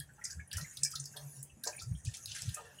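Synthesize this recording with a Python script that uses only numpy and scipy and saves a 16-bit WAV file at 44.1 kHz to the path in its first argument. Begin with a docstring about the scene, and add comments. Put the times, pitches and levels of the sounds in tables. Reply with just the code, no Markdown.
"""Soft thumps of water against a small boat, its hull droning on one low note, heard from under an awning.
The thumps are short low tones with a noisy rumble around them; the drone is one wavering sine.
Fizz, trickle, slaps and swishes are crowds of ringing bubbles; sharp spatters are clusters of tiny rings.
Drips are single ringing tones. A faint sea wash of shaped noise lies beneath.
Short, dense echoes surround the water; the sound is almost mono."""
import sys
import numpy as np
from scipy import signal
from scipy.fft import rfft, irfft
from scipy.io import wavfile
from scipy.ndimage import uniform_filter1d

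SR = 44100
rng = np.random.default_rng(int(sys.argv[2]) if len(sys.argv) > 2 else 0)


def generate_wav(signal):
    """Clip the signal to [-1, 1] and save it as 16-bit WAV at the path in sys.argv[1]."""
    frames = np.transpose(np.atleast_2d(signal))
    scaled = np.clip(frames, -1, 1) * 32767
    pcm = np.round(scaled).astype(np.int16)
    wavfile.write(sys.argv[1], SR, pcm)


N = 123479
T = np.arange(N) / SR  # seconds
CUTOFF_HZ = 15800  # top of the whole sound
WASH_DB = -64.5
# Tone colour of the sea wash, shared by the steady side noise.
# Each row: frequency in Hz, relative level in dB.
WASH_COLOUR = [(20, -49), (60, 13), (130, 11.5), (293, -2), (759, -4.5), (1120, -11), (1660, -15.5),
               (2400, -14.5), (4420, -30.5), (8410, -15.5), (15000, -39)]


def from_db(db):
    """Decibels to gain."""
    return 10 ** (np.asarray(db) / 20)


def rms_one(x):
    """Scale to unit power."""
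    return x / np.sqrt(np.mean(x ** 2) + 1e-20)


def level(curve):
    """Gain along a curve of (seconds, dB) points."""
    return from_db(np.interp(T, *np.transpose(curve)))


def drift(rate):
    """Random wander with a spread near 1, through `rate` new values a second."""
    return np.interp(T * rate, np.arange(1000), rng.standard_normal(1000))


def swell(s, db, attack, decay):
    """Gain of one rise and exponential decay, starting at s seconds."""
    rise = np.clip((T - s) / attack, 0, 1) ** 2
    fall = np.exp(-np.maximum(T - s - attack, 0) / decay)
    return from_db(db) * rise * fall


def colour(x, points):
    """Shape by (Hz, dB) points, falling 120 dB per octave outside them; unit power."""
    hz, db = np.transpose(points)
    octave = np.log2(np.maximum(np.fft.rfftfreq(N, 1 / SR), 1))
    outside = np.abs(octave - np.clip(octave, np.log2(hz[0]), np.log2(hz[-1])))
    gain = from_db(np.interp(octave, np.log2(hz), db) - 120 * outside)
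    return rms_one(irfft(rfft(x) * gain, N))


def band(x, low, high, order=2):
    """Causal band-pass."""
    sos = signal.butter(order, [low, min(high, .45 * SR)], "band", fs=SR, output="sos")
    return signal.sosfilt(sos, x)


def add(out, s, sound):
    """Mix a sound in at its time, trimmed to the scene."""
    i = int(s * SR)
    sound, i = sound[max(-i, 0):], max(i, 0)
    out[i:i + len(sound)] += sound[:max(N - i, 0)]


def clumps(x, low_hz, high_hz, count=24):
    """Each register of the sound rises and falls on its own; unit power."""
    clump_db, clumps_per_s = 3.6, 24
    f = np.log(np.maximum(np.fft.rfftfreq(N, 1 / SR), 1))
    spectrum = rfft(x)
    centres = np.log(np.geomspace(low_hz, high_hz, count))
    out = 0
    for share in np.eye(count):  # overlapping triangular bands
        register = irfft(spectrum * np.interp(f, centres, share), N)
        out = out + register * from_db(clump_db * drift(clumps_per_s))
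    return rms_one(out)


def grains(per_s, spread_db, cycles, low_hz, high_hz, count=36):
    """Random little bubbles of uneven size, each ringing one of many resonators; evened in level."""
    born = rng.random(N) < per_s / SR
    sizes = from_db(spread_db * np.minimum(rng.exponential(1, N), 4))
    kicks = sizes * rng.choice([-1, 1], N) * born
    dealt = rng.integers(0, count, N)
    out = 0
    for k, hz in enumerate(np.geomspace(low_hz, high_hz, count)):
        r = np.exp(-np.log(1000) * hz / cycles / SR)  # rings down 60 dB in `cycles` cycles
        w = 2 * np.pi * hz / SR
        ring = [np.sin(w), -np.sin(w)], [1, -2 * r * np.cos(w), r * r]
        out = out + signal.lfilter(*ring, kicks * (dealt == k) + 1e-18)
    return out / np.sqrt(uniform_filter1d(out ** 2, size=5000) + 1e-12)


def hollow(x):
    """Bubbles under the hull blur into a ringing murmur that is already under way at the start."""
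    tail = rng.standard_normal(N) * np.exp(-np.log(1000) * T / .18)  # 60 dB down in .18 s
    return irfft(rfft(x) * rfft(tail), N)  # circular: the end rings on into the start


def thumps():
    """Each push of water is a low sine that swells to a crest and dies away symmetrically."""
    # Water against the hull. Each row: crest in seconds, level in dB, pitch in Hz, half-length in seconds.
    pushes_of_water = [(.010, -43.5, 141.4, 0.029), (0.389, -37.5, 78.6, 0.043), (.572, -33, 88.6, 0.016),
                       (.629, -37.5, 147, 0.017), (1.839, -44.5, 75.6, 0.017), (1.88, -39.5, 117, 0.027),
                       (1.919, -25.5, 108, 0.01), (1.950, -38.5, 138, 0.007), (1.962, -42.5, 68.6, 0.048),
                       (2.081, -27.5, 98, 0.013), (2.294, -51.5, 105, 0.061), (2.434, -42, 123, 0.01),
                       (2.487, -26.5, 113, 0.015)]
    out = np.zeros(N)
    for s, db, hz, half in pushes_of_water:
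        shape = 1 / np.cosh(np.clip(2.82 * (T - s) / half, -40, 40))
        out += from_db(db) * shape * np.sin(2 * np.pi * hz * (T - s))
    return out


def shudder(pushes):
    """The hull rumbles loosely around each push: low noise follows the smoothed power of the thumps."""
    shudder_db, smoothing_s = -5.5, 0.046
    # Tone colour of the rumble. Each row: frequency in Hz, relative level in dB.
    rumble_colour = [(25, -34), (60, 14.5), (150, 15.5), (220, -7), (350, -24)]
    size = max(int(smoothing_s * SR), 1)
    power = uniform_filter1d(uniform_filter1d(pushes ** 2, size), size)
    rumble = colour(rng.standard_normal(N), rumble_colour)
    return from_db(shudder_db) * np.sqrt(np.abs(power)) * rumble


def drone():
    """The hull hums on one sine, wavering in pitch and level."""
    pitch_hz, wander, flutter_db = 141, .03, 1.2  # wander as a share of the pitch
    # Loudness of the hum. 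Each row: time in seconds, level in dB.
    hum_level = [(0, -64), (.74, -77.5), (.83, -44), (.93, -67.5), (1.01, -41.5), (1.11, -66),
                 (1.19, -52.5), (1.27, -41.5), (1.34, -68.5), (1.40, -42.5), (1.49, -66), (2.8, -67)]
    hz = pitch_hz * (1 + wander * drift(31.72))
    phase = 2 * np.pi * np.cumsum(hz) / SR
    return level(hum_level) * from_db(flutter_db * drift(34.13)) * np.sin(phase)


def wash():
    """The sea murmurs unevenly: shaped noise whose registers wander in level."""
    murmur = colour(rng.standard_normal(N), WASH_COLOUR)
    return from_db(WASH_DB) * clumps(murmur, 83, CUTOFF_HZ, count=10)


def froth():
    """Fine fizz above a trickle of small bubbles, both ringing under the hull."""
    # Loudness of the fizz within the froth. Each row: time in seconds, relative level in dB.
    fizz_level = [(0, -55), (.06, -67.5), (.22, -64), (.27, -50.5), (.37, -62), (.49, -68.5), (.59, -49.5),
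                  (.66, -50.5), (.80, -54.5), (1.10, -55.5), (1.20, -52.5), (1.37, -51.5), (1.48, -64.5),
                  (1.62, -67.5), (1.66, -45.5), (1.82, -57), (1.89, -56.5), (2.04, -60), (2.07, -59),
                  (2.21, -52.5), (2.38, -51.5), (2.53, -50.5), (2.63, -61.5), (2.73, -60), (2.8, -55.5)]
    # Tone colour of the fizz. Each row: frequency in Hz, relative level in dB.
    fizz_colour = [(3500, -15.5), (5200, -4), (6800, 7), (8500, 3), (10400, 4.5), (12000, -5.5),
                   (15500, -9.5)]
    # Loudness of the trickle within the froth. Each row: time in seconds, relative level in dB.
    trickle_level = [(0, -69), (.14, -70), (.27, -56), (.46, -73.5), (.57, -49.5), (.70, -60.5),
                     (.88, -57.5), (1.09, -69), (1.18, -59.5), (1.44, -72.5), (1.61, -79), (1.67, -53.5),
                     (1.84, -70.5), (2.04, -71.5), (2.09, -64), (2.23, -62.5), (2.36, -63.5), (2.47, -59.5),
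                     (2.57, -52.5), (2.68, -58), (2.8, -59.5)]
    # Tone colour of the trickle. Each row: frequency in Hz, relative level in dB.
    trickle_colour = [(1000, 0), (1350, 11.5), (1650, 22), (2100, 9.5), (3000, 12), (3800, -6.5),
                      (5000, -30)]
    pops = grains(2300, 4.5, 110, 3485, CUTOFF_HZ, count=60)
    fizz = colour(pops + rms_one(hollow(pops)), fizz_colour)
    fizz = clumps(fizz, 3490, CUTOFF_HZ, count=14)
    bubbles = hollow(grains(500, 4.5, 50, 1027, 4154))
    trickle = clumps(colour(bubbles, trickle_colour), 1070, 4150, count=12)
    return level(fizz_level) * fizz + level(trickle_level) * trickle


def droplets(t, spread, low_hz, high_hz, count=30):
    """A cluster of tiny ringing droplets scattered around time zero; unit energy."""
    lead, typical_cycles = 0.4, 34  # early scatter relative to late; median cycles to ring down 60 dB
    step = (np.arange(count)[:, None] + rng.random((count, 1))) / count
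    hz = low_hz * (high_hz / low_hz) ** step
    start = spread / 2 * (rng.exponential(1, (count, 1)) - lead * rng.exponential(1, (count, 1)))
    age = np.maximum(t - start, 0) * hz  # in cycles
    cycles = typical_cycles * np.exp(rng.standard_normal((count, 1)))
    shape = (1 - np.exp(-age / 2)) * np.exp(-np.log(1000) * age / cycles)
    rings = shape * np.sin(2 * np.pi * age)
    sound = np.sum(rings / np.cbrt(cycles), axis=0)  # long rings are softer
    return sound / np.sqrt(np.sum(sound ** 2) + 1e-20)


def spatters():
    """Each spatter is a cluster of ringing droplets with a finer spray in the treble."""
    span, treble_hz, treble_top_hz = 1.794, 8180, 11360  # span: top over lowest pitch
    # Sharp spatters. Each row: time in seconds, level of the body in dB, lowest pitch in Hz,
    # treble relative to the body in dB, scatter of the droplets in seconds.
    bursts = [(.001, -45.5, 3080, 5, 0.0026), (0.243, -34.5, 5630, -24, 0.0048),
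              (0.253, -34, 4580, -19, 0.0027), (0.306, -44, 4640, -13, 0.014),
              (0.514, -44.5, 2700, -9.5, 0.006), (0.5305, -38.5, 4420, -3, 0.0033),
              (0.57, -39, 5140, -4, 0.0053), (0.58, -49, 4220, 5, 0.0092),
              (0.612, -45.5, 3830, -10, 0.0063), (0.771, -40.5, 3417, -4, 0.003),
              (0.8339, -19.5, 5220, -29, 0.0018), (0.841, -35, 5100, -4, 0.0018),
              (0.848, -29.5, 4710, -9.5, 0.0039), (0.9149, -46, 4640, -6, 0.017),
              (0.9541, -35, 4015, -14.5, 0.0027), (0.958, -35, 3540, -9, 0.0025),
              (0.9995, -37.5, 5460, -36, 0.0055), (1.04, -44.5, 5000, -35, 0.0025),
              (1.056, -41, 4620, -8, 0.0041), (1.168, -46.5, 3100, -2.5, 0.011),
              (1.821, -45.5, 4600, -7, 0.0077), (1.429, -46, 6950, 4, 0.0039), (1.638, -40, 3585, 2, 0.004),
              (1.654, -40, 4920, -17, 0.0033), (1.673, -30.5, 4490, -16, 0.0041),
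              (1.795, -46, 3580, -33, 0.0093), (2.05, -45, 6170, -13, 0.0045),
              (2.17, -41, 5200, -5, 0.0013), (2.2581, -34, 3820, -3.5, 0.001),
              (2.4203, -32, 5040, -6.5, 0.00085), (2.491, -47, 2880, -5, 0.0066),
              (2.545, -36, 5810, -5.5, 0.004)]
    out = np.zeros(N)
    t = T[:2600] - .012  # room for droplets that come early
    for s, db, hz, treble_db, spread in bursts:
        body = band(droplets(t, spread, hz, hz * span), 0.59 * hz, treble_top_hz, order=3)
        spray = droplets(t, spread, treble_hz, treble_top_hz, count=10)
        spray = spray + from_db(-8.0) * droplets(t, spread, treble_top_hz, CUTOFF_HZ, count=10)
        gain = from_db(db) * np.sqrt(abs(spread) * SR)  # a wider scatter carries more energy
        add(out, s + t[0], gain * (body + from_db(treble_db) * spray))
    return out


def drips():
    """Each bubble rings briefly, roughened by narrow noise, and rises a little in pitch."""
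    t60_s, attack_s = 0.085, 0.005  # ring time at 1 kHz, shorter for higher pitches
    rise_per_s, roughness = 0.03, 0.55  # pitch rise as a share per second; noise gain
    # Drips and bubbles. Each row: start in seconds, relative level in dB, pitch in Hz.
    bubble_rings = [(.005, -50, 1657), (.09, -53.5, 1516), (.18, -57, 840), (.185, -56.5, 1368),
                    (.212, -49, 1900), (.246, -47.5, 1988), (0.318, -52.5, 1560), (0.393, -47.5, 1660),
                    (.398, -50.5, 2193), (0.529, -45.5, 1677), (.556, -47, 2920), (0.579, -46, 1335),
                    (0.642, -46, 2050), (0.847, -50.5, 1670), (.851, -48, 2335), (0.934, -45.5, 1283),
                    (1.135, -54.5, 1556), (1.496, -56, 2677), (1.567, -53, 229), (1.638, -45, 1583),
                    (1.675, -51.5, 686), (1.728, -49, 2468), (1.747, -54, 2172), (1.764, -35.5, 9130),
                    (0.475, -46.5, 9800), (1.779, -48.5, 2360), (1.814, -52.5, 1333), (1.95, -56, 3180),
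                    (2.066, -52, 2500), (2.353, -48, 1610), (2.569, -44.5, 1239), (2.59, -49, 878),
                    (2.643, -58, 480), (2.785, -50, 2900)]
    out, t = np.zeros(N), T[:6000]
    for s, db, hz in bubble_rings:
        decay = np.exp(-np.log(1000) * t * np.sqrt(hz / 1000) / t60_s)
        shape = (1 - np.exp(-t / attack_s)) * decay
        tone = np.sin(2 * np.pi * hz * t * (1 + rise_per_s * t / 2))
        wobble = rms_one(band(rng.standard_normal(len(t)), hz / 1.025, hz * 1.105))
        add(out, s, 2.1 * from_db(db) * shape * (tone + roughness * wobble))
    return out


def swishes():
    """A sheet of water breaks into crackling droplets, in uneven surges."""
    surge_db, surges_per_s = 2, 110
    # Water along the side. Each row: start in seconds, level in dB, attack in seconds,
    # decay in seconds, lowest frequency in Hz, highest frequency in Hz.
    sheets = [(.51, -53.5, 0.011, 0.054, 1900, 5470), (2.046, -46.5, 0.0049, 0.04, 3160, 9100),
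              (2.134, -43, 0.0071, 0.018, 2400, 9800), (2.261, -47, 0.03, 0.13, 2780, 6860),
              (2.32, -44.5, 0.036, 0.039, 2540, 10900), (2.345, -52.5, 0.0087, 0.062, 1390, 2590)]
    drops = grains(4000, 3.5, 45, 1300, 11500)
    surges = from_db(surge_db * drift(surges_per_s))
    out = np.zeros(N)
    for *envelope, low, high in sheets:
        crackle = band(np.roll(drops, rng.integers(N)), low, high, order=4)
        out += swell(*envelope) * rms_one(crackle)
    return surges * out


def slaps():
    """A wave sets off a crowd of large, hollow bubbles that swells and drains away."""
    # Waves on the side. Each row: start in seconds, level in dB, attack in seconds, decay in seconds.
    wave_hits = [(.55, -60, 0.038, 0.036), (1.134, -57.5, 0.029, 0.067), (1.656, -44.5, 0.011, 0.035),
                 (2.554, -52, 0.019, 0.08)]
    # Tone colour of the slaps. Each row: frequency in Hz, relative level in dB.
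    slap_colour = [(250, -31), (340, -6.5), (400, -0.5), (500, 7), (620, 6), (700, 3), (820, 5), (930, 4.5),
                   (1120, -3.5), (1250, -3.5), (1420, -15), (1620, 0), (2400, -49)]
    bubbles = colour(hollow(grains(1200, 2, 14, 300, 2480)), slap_colour)
    return sum(swell(*row) for row in wave_hits) * bubbles


def awning(x):
    """A dense scatter of echoes: decaying noise after a short gap, of unit energy."""
    t60_s, gap_s = 0.14, 0.0014
    tail = rng.standard_normal(N) * np.exp(-np.log(1000) * T / t60_s)
    tail = tail * np.clip(T / gap_s - 1, 0, 1)
    return signal.fftconvolve(x, tail / np.sqrt(np.sum(tail ** 2)))[:N]


def scene():
    """Water and hull in the middle, with a trace of width from echoes and a faint steady noise."""
    echo_db, side_echo_db, side_noise_db = -5, -17.5, -20.5  # side noise is relative to WASH_DB
    pushes = thumps()
    water = from_db(-5) * froth() + spatters() + drips() + swishes() + slaps()
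    hull = pushes + shudder(pushes) + drone()
    mid = hull + wash() + water + from_db(echo_db) * awning(water)
    # the width of the echoes fades in the treble
    side_echo = from_db(side_echo_db) * band(awning(water), 100, 4000, order=1)
    side_noise = from_db(side_noise_db + WASH_DB) * colour(rng.standard_normal(N), WASH_COLOUR)
    side = side_echo + side_noise
    return np.array([mid + side, mid - side])


def record(dry):
    """A steep low-pass cuts off the top."""
    sos = signal.ellip(10, .2, 70, CUTOFF_HZ, fs=SR, output="sos")
    return signal.sosfilt(sos, dry)


dry = scene()
out = record(dry)
generate_wav(out)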